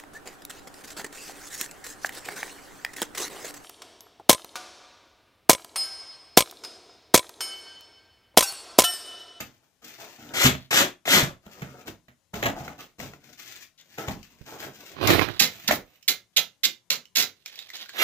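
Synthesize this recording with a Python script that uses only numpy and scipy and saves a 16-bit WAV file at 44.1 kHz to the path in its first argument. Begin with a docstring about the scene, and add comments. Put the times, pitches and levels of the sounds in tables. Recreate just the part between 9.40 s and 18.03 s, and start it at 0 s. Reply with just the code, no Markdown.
"""First comes a soft rustle of flatbreads being handled on a cloth-covered floor, in a small dead room.
A small tin lid ticks, then cleans the crust in three long sweeps: tiny fractures hiss, ring the lid and
drum on the loaf. Loaves are lifted, slid and dropped on the pile with dull thuds and crackles.
One is dragged down on its edge, stuttering over the cloth; then come quick chops of the rim,
a flurry of ticks and the start of one more sweep."""
import sys
import numpy as np
from scipy import signal
from scipy.fft import rfft, irfft, next_fast_len
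from scipy.io import wavfile
from scipy.ndimage import uniform_filter1d

SR = 44100
rng = np.random.default_rng(int(sys.argv[2]) if len(sys.argv) > 2 else 0)


def transcribe(u):
    """Save the signal u as a 16-bit wav file named by the first command-line argument.

    u: samples, shape (n,) or (channels, n), limited to [-1, 1]; the rate is SR.
    q: integer samples, one column per channel.
    """
    v = np.clip(np.atleast_2d(u).T, -1, 1)
    q = np.round(v * 32767).astype(np.int16)
    wavfile.write(sys.argv[1], SR, q)


N = 380583
TIME = np.arange(N) / SR


def from_db(db):
    """Decibels to gain."""
    return 10 ** (np.asarray(db) / 20)


def unit_energy(response):
    """Scale an impulse response so that it keeps the power of white noise."""
    return response / np.sqrt(np.sum(response ** 2) + 1e-20)


def at_hz(points, hz):
    """Read a curve on a log-frequency axis."""
    f, value = np.transpose(points)
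    return np.interp(np.log(np.maximum(hz, 1)), np.log(f), value)


def add(out, start, sound):
    """Mix a short sound in at a time."""
    first = np.searchsorted(TIME, start)
    out[first:first + len(sound)] += sound[:N - first]


def through(force, response):
    """Pass a force through an impulse response."""
    return signal.oaconvolve(force, response)[:N]


def body(colour, low_hz=10, high_hz=20000, size=4096):
    """Minimum-phase impulse response of an EQ curve between a low cut and a high cut."""
    hz = np.maximum(np.fft.rfftfreq(size, 1 / SR), 1)
    cuts = np.sqrt((1 + (low_hz / hz) ** 8) * (1 + (hz / high_hz) ** 8))
    cepstrum = irfft(np.log(from_db(at_hz(colour, hz)) / cuts + 1e-6))
    cepstrum[1:size // 2] *= 2
    cepstrum[size // 2 + 1:] = 0
    return unit_energy(irfft(np.exp(rfft(cepstrum))))


def resonance(hz, width_hz, size=4096):
    """Impulse response of one ringing mode, which radiates nothing at low frequencies."""
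    t = TIME[:size]
    ring = np.exp(-np.pi * width_hz * t) * np.sin(2 * np.pi * hz * t)
    return unit_energy(np.diff(ring, prepend=0))


def grains(per_s, spread_db, judder_db, judder_hz, size=N):
    """Crust breaks in tiny uneven fractures, bunched as the contact catches and slips; unit power."""
    sizes = from_db(spread_db * np.minimum(rng.exponential(1, size), 4)) * rng.choice([-1, 1], size)
    catches = np.interp(TIME[:size] * judder_hz, np.arange(size), rng.standard_normal(size))
    fractures = (rng.random(size) < per_s / SR) * sizes * from_db(judder_db * catches)
    return fractures / np.sqrt(np.mean(fractures ** 2) + 1e-20)


def slide_gain(start, length, swell_db, level_db, firm_db=-38.5, firm_attack_s=.007, fall_db_per_s=331):
    """Envelope of a slide: it catches (faster when firm), swells or sags, and runs out."""
    t = TIME - start
    attack = firm_attack_s * np.sqrt(from_db(firm_db - level_db))
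    db = swell_db * (np.clip(t / length, 0, 1) - .5) - fall_db_per_s * np.maximum(t - length, 0)
    return np.clip(t / attack, 0, 1) * from_db(np.maximum(db, -200))


def arm_gain(start, rise, swell_db, ease, fall_db_per_s, bend, touch_s=.003):
    """Envelope of an arm movement: touch, speed up, ease over, slow down; bend 1 climbs straight in dB."""
    t = TIME - start
    climb_db = swell_db * np.clip(1 - t / rise, 0, 1) ** bend
    slowing_db = fall_db_per_s * (np.hypot(np.maximum(t - rise, 0), ease) - ease)
    return np.clip(t / touch_s, 0, 1) * from_db(-climb_db - slowing_db)


def pan_track(events):
    """Pan in dB, left over right: each event's last column holds until the next event begins."""
    rows = np.array(events)
    latest = np.maximum(np.searchsorted(rows[:, 0], TIME, side="right") - 1, 0)
    return uniform_filter1d(rows[latest, -1], size=200)


def shade(stereo, pan_curve):
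    """Pan by frequency, as the loaf and the hands shade each side differently."""
    size = next_fast_len(N + 1024)
    side_db = at_hz(pan_curve, np.fft.rfftfreq(size, 1 / SR)) * np.array([[.5], [-.5]])
    return irfft(rfft(stereo, size) * from_db(side_db), size)[:, :N]


# Short decay of the dead room: f/Hz, t60/s
ROOM_DECAY = [(100, 0.31), (700, 0.21), (4000, 0.2), (13000, .16)]
# How alike the reverb is left and right: f/Hz, correlation/0-1
ROOM_CORRELATION = [(100, 0.71), (350, 0.96), (900, .25), (2500, 0.65), (12000, .02)]
def room(size=16384, onset_s=0.0013):
    """Stereo response of the room: dense reflections die band by band, most nearly mono in the bass."""
    t, hz, out = TIME[:size], np.fft.rfftfreq(size, 1 / SR), 0
    mid, side = np.exp(2j * np.pi * rng.random((2, len(hz))))
    alike = np.clip(at_hz(ROOM_CORRELATION, hz), 0, 1)
    field = np.sqrt(1 + alike) * mid + np.sqrt(1 - alike) * side * [[1], [-1]]
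    edges = np.geomspace(20, SR / 2, 13)
    for low, high in zip(edges, edges[1:]):
        decay = from_db(-60 * t / at_hz(ROOM_DECAY, np.sqrt(low * high)))
        band = irfft(field * ((hz >= low) & (hz < high))) * decay * np.clip(t / onset_s, 0, 1)
        out = out + unit_energy(band) * np.sqrt(4 * (high - low) / SR)
    return out


def place(x, pan_db, lag_ms, wet_db, patterns=3):
    """Direct sound, later on the right, plus reflections that shift as hands and loaves move."""
    direct = np.array([x, np.interp(TIME - lag_ms / 1000, TIME, x)])
    knots = np.arange(0, TIME[-1] + 1, .09)
    sends = np.array([np.interp(TIME, knots, rng.standard_normal(len(knots))) for _ in range(patterns)])
    sends /= np.sqrt(np.sum(sends ** 2, axis=0))
    echoes = sum(signal.oaconvolve([x * send], room(), axes=1)[:, :N] for send in sends)
    wet, sides = from_db(wet_db), from_db(np.array([[.5], [-.5]]) * pan_db)
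    return sides * (direct + wet * echoes) / np.sqrt(1 + wet ** 2)


# Warm rustle of sliding bread: f/Hz, level/dB
SLIDE_EQ = [(18, -39), (30, -12), (124, -0.5), (174, -1), (245, -1.5), (486, -10), (702, -8.5),
            (1320, -14.5), (1960, -14), (2290, -13.5), (3770, -16.5), (7270, -26), (9220, -33.5),
            (14800, -19.5), (16000, -27.5)]
# Its stereo spread: f/Hz, pan/dB
SLIDE_SHADE = [(100, -8), (500, -7.5), (1500, -3.5), (4000, -3.5), (6200, 14), (9000, 9.5), (13000, -10.1)]
# Loaves handled: t/s, length/s, crumbs/dB, rub/dB, weight/dB, swell/dB, hollow/Hz, pan/dB
SLIDES = [ (0.0, 0.017, -36.5, -36, -41.5, -18, 1200, 3), (0.04, 0.51, -78.5, -81, -83, -34, 766, 6.5),
          (0.416, 0.12, -47, -53.5, -64, -6.5, 1200, 6.5),
          (0.578, 0.19, -51.5, -53.5, -63, -15.5, 630, 7.5), (0.777, 0.21, -52, -48, -50, 11.5, 1300, 6.5),
          (2.02, 0.16, -60, -54.5, -60, 14, 1200, 8), (2.202, 0.21, -58.5, -49.5, -60, -2, 1200, 8),
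          (2.446, 0.03, -55, -52.5, -49, 19, 420, 5), (2.931, 0.09, -44.5, -39.5, -36, -8.5, 720, 5.5),
          (3.021, 0.081, -50, -35.5, -33.5, 0, 696, 6), (3.153, 0.16, -52, -45, -50, -3.5, 700, 7),
          (3.376, 0.13, -58, -54.5, -63, -28, 1130, 2.5), (3.581, 0.17, -49.5, -51, -45, -20.5, 410, 6.5),
          (3.798, 0.13, -56.5, -62, -62.5, 2.5, 1360, 10), (3.97, 0.26, -48, -61, -66, -6.5, 1410, 7.5),
          (4.426, 0.16, -59, -67, -66, 17, 1400, 7.5), (4.575, 0.087, -47, -37.5, -53, -12.5, 1300, 6),
          (4.673, 0.041, -43, -39, -31, -1, 830, 6), (4.77, 0.33, -62.5, -71, -64, -1, 913, 6),
          (5.054, 0.153, -49.5, -46, -55, 1.5, 790, 5.5), (5.197, 0.085, -47.5, -42.5, -49.5, 1, 1300, 4),
          (5.326, 0.2, -51.5, -53.5, -63, 5.5, 1460, 6.5), (6.074, 0.27, -47.5, -62, -58.5, 6.5, 670, 0),
          (6.307, 0.02, -46, -31, -35.5, -7, 428, 4.5), (6.451, 0.22, -67.5, -81, -83, -27, 534, -2.5)]
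def loaf_slides(crumb_db=1, rub_db=-1, weight_db=-1, hollow_db=-6, hollow_width_hz=170):
    """Loaves slide on hands and each other: crumbs rustle, the rub rings the hollow below, bread flexes."""
    crumbs = grains(per_s=1900, spread_db=3.5, judder_db=4.0, judder_hz=89.5)
    rub = grains(per_s=3000, spread_db=3.0, judder_db=3, judder_hz=67.73)
    loose, rubbing, weight, hollow = np.zeros((4, N))
    for start, length, loose_db, rubbing_db, heavy_db, swell_db, hollow_hz, _ in SLIDES:
        gain = slide_gain(start, length, swell_db, rubbing_db)
        loose += from_db(loose_db) * gain
        rubbing += from_db(rubbing_db) * gain
        weight += from_db(heavy_db) * gain
        force = (rub * gain)[(TIME >= start) & (TIME < start + .5)]
        add(hollow, start, from_db(rubbing_db) * through(force, resonance(hollow_hz, hollow_width_hz)))
    sound = from_db(crumb_db) * through(crumbs * loose, body(SLIDE_EQ, low_hz=1470))
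    sound += from_db(hollow_db) * hollow
    sound += from_db(rub_db) * through(rub * rubbing, body(SLIDE_EQ, low_hz=330, high_hz=1560))
    sound += from_db(weight_db) * through(rub * weight, body(SLIDE_EQ, high_hz=350))
    return shade(place(sound, pan_track(SLIDES), lag_ms=0.14, wet_db=0), SLIDE_SHADE)


# Bed of quiet air: f/Hz, level/dB
AIR_EQ = [(15, -28), (25, -21.5), (175, -5.5), (1290, -13), (2000, -16.5), (5000, -16), (6560, -14),
          (7920, -17), (9320, -15), (16000, -29)]
def room_tone(air_db=-75, rumble_db=-82):
    """Faint steady air of the room over a distant low rumble."""
    air = from_db(air_db) * through(rng.standard_normal(N), body(AIR_EQ))
    rumble = from_db(rumble_db) * through(rng.standard_normal(N), body(AIR_EQ, high_hz=130))
    return place(air + rumble, pan_db=12, lag_ms=0, wet_db=4.0)


# Bright snap of rim on crust, for ticks and chops: f/Hz, level/dB
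RIM_EQ = [(29, -50), (50, -26), (244, -12), (303, -17.5), (385, -14), (1050, -16.5), (2060, 6.5),
          (3180, 6.5), (3850, 10.5), (7370, 6.5), (8710, -11.5), (11600, -0.5), (15500, 3)]
# Light touches of the lid: t/s, level/dB, ring/Hz, pan/dB
TICKS = [(0.8904, -33, 3620, 8), (3.997, -29.5, 1980, 12), (4.412, -38, 3410, 7), (4.8294, -38.5, 3040, 28),
         (6.627, -36, 3180, -18), (7.655, -37, 2970, -7), (8.06, -18, 2210, -5), (8.0797, -27.5, 3850, -3),
         (8.1572, -29, 2570, -1), (8.19, -22, 3960, -8), (8.2914, -35, 2020, -14), (8.302, -25, 2050, 3),
         (8.3557, -21.5, 2000, -2), (8.3683, -23, 3770, 0), (8.4585, -33.5, 1550, 5),
         (8.493, -24, 1620, -3)]
def lid_ticks(trim_db=4, ring_db=-2, ring_width_hz=300, chatter_db=-13, chatter_s=0.0025, size=2048):
    """The lid touches the crust: a snap with a brief chatter; where it touches decides which tone rings."""
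    out, t, snap = np.zeros(N), TIME[:size], body(RIM_EQ, low_hz=1414)
    for start, db, hz, _ in TICKS:
        chatter = from_db(chatter_db) * np.exp(-t / chatter_s) * rng.standard_normal(size)
        force = from_db(db + trim_db) * ((t == 0) + chatter)
        add(out, start, through(force, snap))
        add(out, start, from_db(ring_db) * through(force, resonance(hz, ring_width_hz)))
    return place(out, pan_track(TICKS), lag_ms=0.064, wet_db=-4.5)


# Choked modes of the tin lid: f/Hz, width/Hz, level/dB
LID_MODES = [(2130, 300, -14), (2820, 420, -5), (3480, 520, 0), (3950, 480, 0), (6640, 400, -12)]
def gripped_lid(pitch=1):
    """Impulse response of the lid: a few modes, damped and detuned by the grip of the fingers."""
    return unit_energy(sum((-1) ** k * from_db(db) * resonance(hz * pitch, width)
                           for k, (hz, width, db) in enumerate(LID_MODES)))


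# Rasp and body of the scraped loaf: f/Hz, level/dB
SWEEP_EQ = [(29, -26), (50, -13), (371, -1), (472, -6.5), (545, 1), (905, -6.5), (2060, 1), (3100, -2),
            (3410, 2.5), (4560, -8), (6870, -10.5), (9870, -19.5), (12300, -9.5), (14900, -8), (16000, -31)]
# Shading by the upright loaf and the hands: f/Hz, pan/dB
SWEEP_SHADE = [(200, 6), (900, 7), (2000, 0.5), (3500, -4), (5500, 9.5), (8000, 17.5), (12000, -5.5)]
# Long scrapes: t/s, rise/s, swell/dB, ease/s, fall/(dB/s), grit/dB, drum/dB, weight/dB, pan/dB
SWEEPS = [ (0.935, 0.13, 21, 0.0047, 602, -16, -25.5, -38, 5),
          (1.306, 0.079, 10, 0.045, 519.5, -17.5, -25.5, -33.5, 3),
          (1.656, 0.069, 22.5, 0.14, 448.5, -16, -25, -30, 3.5),
          (8.536, 0.093, 36.5, .060, 412, -20, -25.5, -52, -9)]
def lid_sweeps(grit_db=2, weight_db=-1, ring_db=-18, bend=1.47, loaf_lag_s=0.024, loaf_follows=0.74):
    """The rim grinds along the crust; the fractures hiss, ring the lid and drum on the loaf."""
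    grit, drum, weight = np.zeros((3, N))
    for start, rise, swell_db, ease, fall, crust_db, drum_db, heavy_db, _ in SWEEPS:
        grit += from_db(crust_db) * arm_gain(start, rise, swell_db, ease, fall, bend)
        # the loaf peaks later than the rim and swings less
        follow = arm_gain(start, rise + loaf_lag_s, swell_db, ease, fall, bend) ** loaf_follows
        drum += from_db(drum_db) * follow
        weight += from_db(heavy_db) * follow
    fractures = grains(per_s=12000, spread_db=2.5, judder_db=2.0, judder_hz=217.6)
    bite = fractures * grit
    crust = from_db(grit_db) * through(bite, body(SWEEP_EQ, low_hz=1200))
    ring = from_db(ring_db) * through(bite * rng.standard_normal(N), gripped_lid())
    loaf = through(fractures * drum, body(SWEEP_EQ, low_hz=320, high_hz=1300))
    loaf += from_db(weight_db) * through(fractures * weight, body(SWEEP_EQ, high_hz=300))
    pan_db = pan_track(SWEEPS)
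    sound = place(crust + ring, pan_db, lag_ms=0.17, wet_db=-3)
    sound += place(loaf, .35 * pan_db - 7, lag_ms=0.26, wet_db=-8.5)
    return shade(sound, SWEEP_SHADE)


# Flexing modes of a whole loaf: f/Hz, level/dB
LOAF_MODES = [(80, -2), (133, 5), (252, 0), (352, -12)]
# Dull low thud: f/Hz, level/dB
THUD_EQ = [(18, -54.5), (30, -28), (108, -6.5), (140, 0.5), (256, -4), (301, -20), (479, -13.5), (600, -5),
           (780, -49.5), (1320, -120)]
# Dry crunch of crust, for bumps and cracks: f/Hz, level/dB
CRUNCH_EQ = [(180, -21.5), (300, -6), (689, 2), (978, -6.5), (1930, 1), (2320, -3.5), (4160, -13),
             (4750, -22), (6850, -15), (8940, -33.5), (15000, -15.5), (16000, -31.5)]
# Stereo spread of bumps and cracks: f/Hz, pan/dB
CRUNCH_SHADE = [(300, -0.5), (2500, -1.5), (6000, 7.5), (9000, 9.5), (13000, 0)]
# Soft hits on a loaf: t/s, thud/dB, crunch/dB, t60/s, pan/dB
BUMPS = [ (0.938, -57, -43, 0.052, -6), (1.046, -16, -20.5, 0.26, -2), (1.828, -18.5, -32, 0.06, -2),
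         (2.061, -45, -53, 0.16, 1), (2.217, -37.5, -44, 0.33, -2), (2.477, -44, -28.5, 0.036, 10.5),
         (2.682, -52.5, -51, 0.18, -1), (2.938, -37, -34, 0.084, 4), (3.024, -46, -18, 0.14, 4),
         (3.056, -31.5, -22.5, 0.16, 1.5), (3.187, -37, -45, 0.36, 0), (3.279, -42, -40, 0.2, 1.5),
         (3.599, -37.5, -28, 0.039, 0), (4.58, -52, -38.5, 0.36, 4), (4.679, -29, -38, 0.13, 2),
         (5.011, -34, -52, 0.026, -19), (5.224, -58, -35, 0.14, 12), (5.7, -32, -12, 0.095, 4),
         (5.719, -28, -24, 0.068, 10), (6.31, -30, -14, 0.056, 6.5)]
def loaf_bumps(attack_s=0.0029, flex_db=-4, rumple_db=-4):
    """A loaf is knocked or lands: it flexes with a dull thud, and crunches as its crust settles."""
    thud, crunch, flex = np.zeros((3, N))
    t = TIME[:SR // 2]
    for start, thud_db, crunch_db, t60, _ in BUMPS:
        settle = np.minimum(t / attack_s, 1) * from_db(-60 * t / t60)
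        loaf_size = 1 + .05 * rng.standard_normal()
        modes = sum(from_db(db) * np.sin(2 * np.pi * hz / loaf_size * t) for hz, db in LOAF_MODES)
        add(flex, start, from_db(thud_db + flex_db) * settle * modes)
        add(thud, start, from_db(thud_db + rumple_db) * settle)
        add(crunch, start, from_db(crunch_db) * settle)
    contacts = grains(per_s=5100, spread_db=4, judder_db=5.5, judder_hz=287.5)
    sound = flex + through(contacts * thud, body(THUD_EQ, high_hz=483))
    sound += through(contacts * crunch, body(CRUNCH_EQ, low_hz=360))
    return shade(place(sound, pan_track(BUMPS), lag_ms=0.27, wet_db=-7.0), CRUNCH_SHADE)


# Thin, papery scratch: f/Hz, level/dB
GRAZE_EQ = [(120, -29.5), (200, -16.5), (601, -10), (1250, -12), (1870, -3.5), (2330, -4.5), (3760, 2),
            (6880, -14), (8900, -25.5), (14100, -9), (16000, -14)]
# Light brushes of the lid: t/s, length/s, level/dB, swell/dB, pan/dB
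GRAZES = [(1.163, 0.089, -57, -5.5, 4.5), (5.895, .09, -47, -2.5, -8), (6.928, .012, -61, -2.5, -6),
          (7.94, 0.075, -69.5, 2, -19), (8.051, 0.26, -50, -3, -6.5), (8.329, 0.23, -46.5, -14, -7.5)]
def lid_grazes(trim_db=1):
    """The rim brushes cloth and crust with hardly any pressure: a thin, uneven scratching."""
    gain = sum(from_db(db) * slide_gain(start, length, swell_db, db)
               for start, length, db, swell_db, _ in GRAZES)
    scratches = grains(per_s=1200, spread_db=0.5, judder_db=4.5, judder_hz=86.35) * gain
    sound = from_db(trim_db) * through(scratches, body(GRAZE_EQ, low_hz=149))
    return place(sound, pan_track(GRAZES), lag_ms=0.11, wet_db=-10)


# Hard crust snapping under load: t/s, level/dB, pan/dB
CRACKS = [(1.329, -21, 0.5), (1.654, -32, 5.5), (1.676, -21.5, 5), (2.682, -49.5, -3.5), (2.939, -38, 1),
          (3.027, -25.5, -10), (3.279, -32, -1), (3.601, -34, 11), (3.735, -43, 4), (4.683, -27, 8),
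          (5.702, -18.5, -3.5), (5.792, -20.5, -22.5), (5.817, -28.5, -24.5), (5.886, -31, -14),
          (6.3085, -16, -5)]
def crust_cracks(length_s=0.0039, release_s=0.00033, size=1024):
    """A blister of crust gives way: a few milliseconds of dense fractures that knock on the loaf."""
    out, crust = np.zeros(N), body(CRUNCH_EQ, low_hz=287)
    force = np.exp(-np.maximum(TIME[:size] - length_s, 0) / release_s)
    for start, db, _ in CRACKS:
        add(out, start, from_db(db) * through(force * rng.choice([-1, 1], size), crust))
    return shade(place(out, pan_track(CRACKS), lag_ms=0.13, wet_db=-6.5), CRUNCH_SHADE)


# Faint tail of the lid ringing on between the fingers: f/Hz, width/Hz, level/dB
LID_TAIL = [(2084, 10, -21.5), (3970, 22, -16)]
# Rim strokes: t/s, rise/s, contact/s, grit/dB, fade/dB, loaf/dB, ring/dB, crispness/dB, pan/dB
CHOPS = [ (4.376, 0.0092, 0.039, -57, 0.5, -64, 1, -4.5, 10.5),
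         (5.672, 0.0034, 0.0044, -8, 10.5, -49, -21.5, 4, 22),
         (5.993, 0.0036, 0.016, -7.5, 7, -21, -20.5, 1, -9),
         (6.019, 0.0058, 0.054, -9, 22.5, -24, -11.5, 0.5, -4),
         (6.274, .006, 0.0074, -22, -1, -24, -3, 2, -6.5),
         (6.313, 0.0019, 0.045, -27, 6, -55, -18, 8.5, -9),
         (6.678, 0.0058, 0.042, -7.5, 22.5, -25.5, -6.5, 5, -5.5),
         (6.963, 0.0042, 0.03, -14, 8.5, -30, 0.5, 2.5, -7.5),
         (7.232, 0.0088, 0.023, -11.5, 6.5, -33, -5, 0, -6.5),
         (7.501, 0.005, 0.063, -14, 22.5, -30, -13, -1, -5.5),
         (7.751, 0.012, 0.078, -15.5, 5, -31.5, -22, 1.5, -7)]
def lid_chops(release_s=0.01, loaf_lag_s=0.0089, crisp_above_hz=8000, size=8192):
    """The rim bites at once, skids, and leaves the crust; the loaf answers a moment later."""
    crust, loaf = np.zeros((2, N))
    t, flex = TIME[:size], body(RIM_EQ, low_hz=92.3, high_hz=1140)
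    tail = sum(from_db(db) * resonance(hz, width) for hz, width, db in LID_TAIL)
    for start, rise, contact, grit_db, fade_db, loaf_db, ring_db, crisp_db, _ in CHOPS:
        release = np.exp(-np.maximum(t - contact, 0) / release_s)
        force = np.minimum(t / rise, 1) * from_db(-fade_db * t / contact) * release
        fractures = force * grains(per_s=16000, spread_db=7.0, judder_db=4.05, judder_hz=420, size=size)
        crisp_eq = [(hz, db + crisp_db * (hz > crisp_above_hz)) for hz, db in RIM_EQ]
        grit = through(fractures, body(crisp_eq, low_hz=940))
        tin = from_db(ring_db) * gripped_lid(pitch=rng.uniform(.98, 1.04))
        ring = through(force * rng.standard_normal(size), tin + tail)   # the skid shakes the lid itself
        add(crust, start, from_db(grit_db) * (grit + ring))
        add(loaf, start + loaf_lag_s, from_db(loaf_db) * through(fractures, flex))
    sound = place(crust, pan_track(CHOPS), lag_ms=0.0877, wet_db=-7)
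    return sound + place(loaf, pan_db=0, lag_ms=.03, wet_db=3.0)


# Stereo spread of the chops: f/Hz, pan/dB
CHOP_SHADE = [(200, -2), (900, 0), (2000, 0.3), (3800, -3.5), (6500, -0.2), (12000, -2.8)]
def shaded_chops():
    """The chops lean slightly to the right in the bass and in parts of the treble."""
    return shade(lid_chops(), CHOP_SHADE)


# Heavy scuff of bread on cloth: f/Hz, level/dB
DRAG_EQ = [(18, -34.5), (30, -14), (93, 2.5), (204, -1.5), (355, 0.5), (449, -8), (554, -8), (913, -11.5),
           (1070, -5), (4080, -4.5), (7470, -22.5), (8980, -25.5), (14800, -22), (16000, -35)]
# Its stereo spread: f/Hz, pan/dB
DRAG_SHADE = [(60, -11), (110, -19), (200, -11), (380, -18.5), (700, -24.5), (1290, -4), (2380, -3),
              (4400, 2.5), (8120, -7.5), (15000, -18)]
# The loaf ends up upright and shadows the left side: t/s, length/s, level/dB
DRAG_SHADOW = (5.755, .04, -10)
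# One pull of the arm: t/s, rise/s, swell/dB, ease/s, fall/(dB/s)
DRAG = (5.532, 0.16, 36.2, 0.11, 167)
def loaf_drag(grit_db=-23, loaf_db=-24, fine_db=-32, fine_follows=1.6):
    """A loaf's edge stutters over the cloth, coarse and heavy; fine grit hisses mostly at full speed."""
    speed = arm_gain(*DRAG, bend=1.3)
    slips = grains(per_s=2500, spread_db=5, judder_db=4.5, judder_hz=154.5)
    crust = from_db(grit_db) * through(slips * speed, body(DRAG_EQ, low_hz=1200, high_hz=5440))
    fine = from_db(fine_db) * through(slips * speed ** fine_follows, body(DRAG_EQ, low_hz=5500))
    loaf = from_db(loaf_db) * through(slips * speed, body(DRAG_EQ, high_hz=1240))
    sound = place(crust, pan_db=-8.5, lag_ms=.15, wet_db=1.5)
    sound += place(fine, pan_db=-10, lag_ms=0.16, wet_db=4.5)
    sound += place(loaf, pan_db=-7, lag_ms=0.29, wet_db=-12.5)
    start, length, shadow_db = DRAG_SHADOW
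    left_gain = from_db(shadow_db * np.clip((TIME - start) / length, 0, 1))
    return shade(sound, DRAG_SHADE) * [left_gain, np.ones(N)]


def scene():
    """All the work on the bread, over the quiet of the room."""
    return (loaf_slides() + room_tone() + lid_ticks() + lid_sweeps() + loaf_bumps()
            + lid_grazes() + crust_cracks() + shaded_chops() + loaf_drag())


def record(dry, dip_hz=9000, dip_width_hz=1500, dip_db=-6, cutoff_hz=15500):
    """The microphone has a hollow in the treble; stray peaks are rounded and the top is cut steeply."""
    notched = signal.lfilter(*signal.iirnotch(dip_hz, dip_hz / dip_width_hz, fs=SR), dry)
    coloured = notched + from_db(dip_db) * (dry - notched)
    rounded = .9 * np.tanh(coloured / .9)
    return signal.sosfilt(signal.ellip(10, .3, 80, cutoff_hz, fs=SR, output="sos"), rounded)


dry = scene()
out = record(dry)
transcribe(out)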